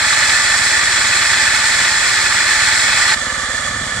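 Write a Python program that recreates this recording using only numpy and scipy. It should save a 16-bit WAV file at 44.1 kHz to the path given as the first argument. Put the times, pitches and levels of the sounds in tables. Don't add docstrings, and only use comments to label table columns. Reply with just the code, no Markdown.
import sys
import numpy as np
from scipy import signal
from scipy.fft import rfft, irfft, next_fast_len
from scipy.io import wavfile
from scipy.ndimage import uniform_filter1d

SR = 44100
rng = np.random.default_rng(int(sys.argv[2]) if len(sys.argv) > 2 else 0)


def store_pcm(level_fs):
    pcm = np.round(np.clip(level_fs, -1, 1) * 32767).astype(np.int16)
    wavfile.write(sys.argv[1], SR, np.atleast_2d(pcm).T)


N = 176400
T = np.arange(N) / SR
SIZE = next_fast_len(N + 8192) // 2 * 2
FREQ = np.maximum(np.arange(SIZE // 2 + 1) * SR / SIZE, 1)
SIDES = np.array([[1], [-1]])
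FIRING_HZ, BLADE_TURNS_PER_S, STRIKES_PER_S = 18.415, 24, 3000

# pitch_hz, width_hz, near_lift_db, far_lift_db
BLADE_MODES = [(869, 46, 13, 5), (1175, 29, 9, 10), (1470, 53, 5, 6.5), (1760, 122, 8.5, 14),
               (1986, 123, 7, -2), (2200, 51, 6, -4), (2354, 54, 4.5, 5.5), (2563, 68, 11, 3),
               (2920, 68, 8.5, 13.5), (3378, 300, 10.5, 14), (3810, 47, 8.5, 1), (4190, 160, 10.5, 5)]
# frequency_hz, level_db
CASING_COLOUR = [(60, 3.5), (150, -6), (250, -1), (315, -12.5), (362, 5.5), (440, -10), (560, 1), (700, 1),
                 (1000, 0), (3000, -13)]


def undb(db):
    return 10 ** (np.asarray(db) / 20)


def unit(x):
    return x / np.sqrt(np.mean(x ** 2))


def envelope(rows):
    return undb(np.interp(T, *np.array(rows).T))


def across(rows):
    hz, value = np.array(rows).T
    return np.interp(np.log(FREQ), np.log(np.maximum(hz, 1)), value)


def spectrum(rows):
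    low_hz, high_hz = rows[0][0], rows[-1][0]
    return across(rows) - 20 * np.log10(1 + (FREQ / high_hz / 2) ** 4 + (low_hz / FREQ / 2) ** 2)


def resonance(hz, width_hz):
    return -20 * np.log10(1 + ((FREQ - hz ** 2 / FREQ) / width_hz / 2) ** 2)


def ring(x, response_db):
    cepstrum = irfft(np.log(undb(response_db)))
    cepstrum[1:SIZE // 2] *= 2
    cepstrum[SIZE // 2 + 1:] = 0
    return unit(irfft(rfft(x, SIZE) * np.exp(rfft(cepstrum)))[..., :N])


def wander(rate_hz):
    step = max(int(SR / rate_hz), 1)
    stairs = np.repeat(rng.standard_normal(N // step + 2), step)
    return unit(uniform_filter1d(stairs, step)[:N])


def hiss(colour, flicker_db=0, rate_hz=17):
    noise = ring(rng.standard_normal((2, N)), spectrum(colour))
    return noise * undb(flicker_db * wander(rate_hz))


def stereo_microphone(pair, pan, coherence, lead):
    direct, scattered = rfft(pair, SIZE)
    alike = np.clip(across(coherence), 0, 1)
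    field = direct * np.sqrt((1 + alike) / 2) + SIDES * scattered * np.sqrt((1 - alike) / 2)
    gain = undb(SIDES * across(pan) / 2)
    gain /= np.sqrt(np.mean(gain ** 2, axis=0))
    phase = np.exp(SIDES * 1j * across(lead) / 2)
    return irfft(gain * phase * field)[:, :N]


def wind(width):
    # time_s, level_db
    gust = [(3.6, -44), (3.72, -33), (3.82, -32.5), (3.9, -39), (4, -31)]
    # frequency_hz, level_db
    colour = [(50, -22), (75, -18), (102, 1), (135, -4), (178, -3), (240, -14), (450, -23.5)]
    mid, side = hiss(colour)
    return (mid + width * side * SIDES) * envelope(gust)


def exhaust(start_s, colour, scatter_db, jitter_s):
    firings_s = np.arange(start_s, N / SR, 1 / FIRING_HZ)
    lateness, strength = rng.standard_normal((len(firings_s), 2)).T
    samples = ((firings_s + jitter_s * lateness) * SR).astype(int)
    pulses = np.bincount(samples % (2 * N), undb(scatter_db * strength), 2 * N)[:N]
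    bass_loss_db = 20 * np.log10(1 + (20 / FREQ) ** 2)
    return ring(pulses, spectrum(colour) - bass_loss_db)


def clatter(start_s, depth, decay_s):
    since_s = (T - start_s) % (1 / FIRING_HZ / 4)
    return unit(1 + depth * np.exp(-since_s / decay_s))


def knock(start_s, hz, width_hz, decay_s, floor):
    cycle_sample = ((T - start_s) % (1 / FIRING_HZ) * SR).astype(int)
    shake = rng.standard_normal(SR)[cycle_sample] * (floor + np.exp(-cycle_sample / SR / decay_s))
    return ring(shake, resonance(hz, width_hz))


def cutting_force(wobble, chatter):
    angle = 2 * np.pi * BLADE_TURNS_PER_S * T + 0.83 * wander(4.06)
    return 1 + wobble * np.sin(angle) + chatter * np.sin(2 * angle)


def blade_song(rings, force, swell_db, rate_hz):
    song = np.zeros((2, N))
    for hz, width_hz, level_db in rings:
        tone = ring(rng.standard_normal((2, N)), resonance(hz, width_hz))
        song += unit(tone * force * undb(swell_db * wander(rate_hz))) * undb(level_db)
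    return song


def teeth(colour, force, bite_db, rub, far):
    strikes = (rng.random((2, N)) < STRIKES_PER_S / SR) * rng.choice([-1, 1], (2, N))
    strikes = strikes * undb(rng.standard_normal((2, N)))
    body_db = spectrum(colour)
    for hz, width_hz, near_lift_db, far_lift_db in BLADE_MODES:
        body_db += (far_lift_db if far else near_lift_db) / (1 + (2 * (FREQ - hz) / width_hz) ** 2)
    bite = undb(bite_db * wander(70))
    contact = unit(strikes) + rub * rng.standard_normal((2, N))
    return ring(force * bite * contact, body_db)


def far_saw(start_s):
    # frequency_hz, level_db
    scrape_colour = [(300, -37), (520, 1.5), (950, -9.5), (1250, 3), (1600, -3), (2000, 4.5), (2450, -6.5),
                     (2720, -16), (3000, -13), (4200, -5.5), (8000, -36)]
    grit_colour = [(2800, -19), (4600, -3.5), (6050, -6.5), (6500, -3.5), (7400, 2), (8300, -3.5),
                   (9500, -10.5), (10500, -23.5), (15000, -37)]
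    pipe_colour = [(18, -35), (37, 6), (55, 7.5), (110, -1.5), (150, -7), (200, 0), (250, 5.5), (300, -5.5),
                   (370, -27), (700, -9)]
    # time_s, level_db
    cut_level = [(3.15, -20.5), (3.3, -21.5), (3.68, -21), (3.74, -23), (4, -22)]
    # pitch_hz, width_hz, level_db
    rings = [(1746, 72, -32.5), (1209, 64, -36.5)]
    # frequency_hz, left_minus_right_db
    pan = [(400, -4), (600, -7), (900, -1.5), (1200, 0), (1450, -1), (1750, -6), (2400, -2.5), (3500, -9.5),
           (4200, -8), (4900, 7), (5900, -2.5), (7000, -14.5), (8800, 1.5)]
    # frequency_hz, coherence_ratio
    coherence = [(290, 0.29), (630, 0.35), (1390, 0.91), (3060, .35), (6700, 0.52), (14000, .1)]
    # frequency_hz, left_lead_rad
    lead = [(200, 1.5), (430, 0.5), (690, -0.1), (3450, 0.6), (4220, 2), (5860, 0.8), (7500, 2.5),
            (9500, 3.1)]

    force = cutting_force(wobble=0.079, chatter=0.086)
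    scrape = teeth(scrape_colour, force, bite_db=0, rub=1, far=True)
    song = blade_song(rings, force, swell_db=4, rate_hz=45)
    grit = hiss(grit_colour, flicker_db=0.7, rate_hz=20) * undb(-4.5)
    grit *= clatter(start_s, depth=0.22, decay_s=0.003)
    cut = (scrape + grit) * envelope(cut_level)
    casing = hiss(CASING_COLOUR, flicker_db=1, rate_hz=15) * undb(-40.5)
    thud = exhaust(start_s, pipe_colour, scatter_db=1, jitter_s=0.0001) * undb(-42.5)
    thrum = knock(start_s, hz=149, width_hz=180, decay_s=0.023, floor=0.65) * undb(-44.5)
    return stereo_microphone(cut + song + casing, pan, coherence, lead) + thud + thrum


def near_saw(start_s):
    # frequency_hz, level_db
    scrape_colour = [(250, -30), (600, -18), (950, -13), (1300, -3.5), (1800, -1), (2400, -5.5),
                     (2780, -15.5), (4000, -9.5), (5000, -11), (8000, -33.5)]
    grit_colour = [(2800, -21), (4700, -0.5), (5400, 0.5), (6050, -6), (6350, -1), (6800, -2), (7300, 4),
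                   (7850, 2), (8700, -5), (10000, -14), (12000, -24.5), (15500, -45)]
    pipe_colour = [(18, -40), (37, -2), (55, -3.5), (92, 0), (112, -2.5), (135, -7), (200, -22.5),
                   (255, -11), (320, -17), (700, -64)]
    # time_s, level_db
    cut_level = [(0, -14.5), (.35, -14), (.7, -15.5), (1.25, -14), (1.8, -14.5), (2.1, -15), (2.6, -14),
                 (3.12, -14)]
    # pitch_hz, width_hz, level_db
    rings = [(1820, 46, -25), (4260, 120, -34.5)]
    # frequency_hz, left_minus_right_db
    pan = [(150, 0.5), (800, -2), (1200, -0.5), (1800, -3), (2500, -4.5), (3400, 2), (4200, 0), (5600, -4),
           (7700, 0.5), (10000, -1)]
    # frequency_hz, coherence_ratio
    coherence = [(130, 1), (290, 0.77), (630, 0.44), (1390, 1), (3060, 0.6), (6700, 0.16), (14000, 0.18)]
    # frequency_hz, left_lead_rad
    lead = [(200, 0.5), (2300, -0.83), (2580, 1.1), (3000, 0.97), (5400, 0.6), (6200, -2), (7150, -4.8),
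            (10000, -4.5)]

    force = cutting_force(wobble=0.068, chatter=0.092)
    scrape = teeth(scrape_colour, force, bite_db=0.63, rub=0.81, far=False) * envelope(cut_level)
    song = blade_song(rings, force, swell_db=2.5, rate_hz=70)
    grit = hiss(grit_colour, flicker_db=0.8, rate_hz=30) * undb(-18.5)
    grit *= clatter(start_s, depth=0.28, decay_s=0.0043)
    casing = hiss(CASING_COLOUR, flicker_db=1, rate_hz=9.1) * undb(-33)
    casing *= clatter(start_s, depth=0.66, decay_s=0.0047)
    thud = exhaust(start_s, pipe_colour, scatter_db=0.5, jitter_s=0.00017) * undb(-39.5)
    knocks = knock(start_s - 0.005, hz=720, width_hz=240, decay_s=0.0035, floor=0.26) * undb(-37.5)
    thrum = knock(start_s, hz=133, width_hz=133, decay_s=0.023, floor=1) * undb(-46.5)
    return stereo_microphone(scrape + song + grit + casing, pan, coherence, lead) + thud + knocks + thrum


def scene():
    switch_s, fade_s = 3.146, 0.013
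    far_share = np.clip((T - switch_s) / fade_s + 0.5, 0, 1)
    near = np.sqrt(1 - far_share) * near_saw(start_s=0.013)
    far = np.sqrt(far_share) * far_saw(start_s=3.161)
    return near + far + wind(width=0.13)


def record(dry):
    ceiling, top_hz = 0.97, 15100
    rounded = dry / (1 + (dry / ceiling) ** 10) ** (1 / 10)
    return signal.sosfilt(signal.ellip(8, 0.2, 70, top_hz, fs=SR, output="sos"), rounded)


dry = scene()
out = record(dry)
store_pcm(out)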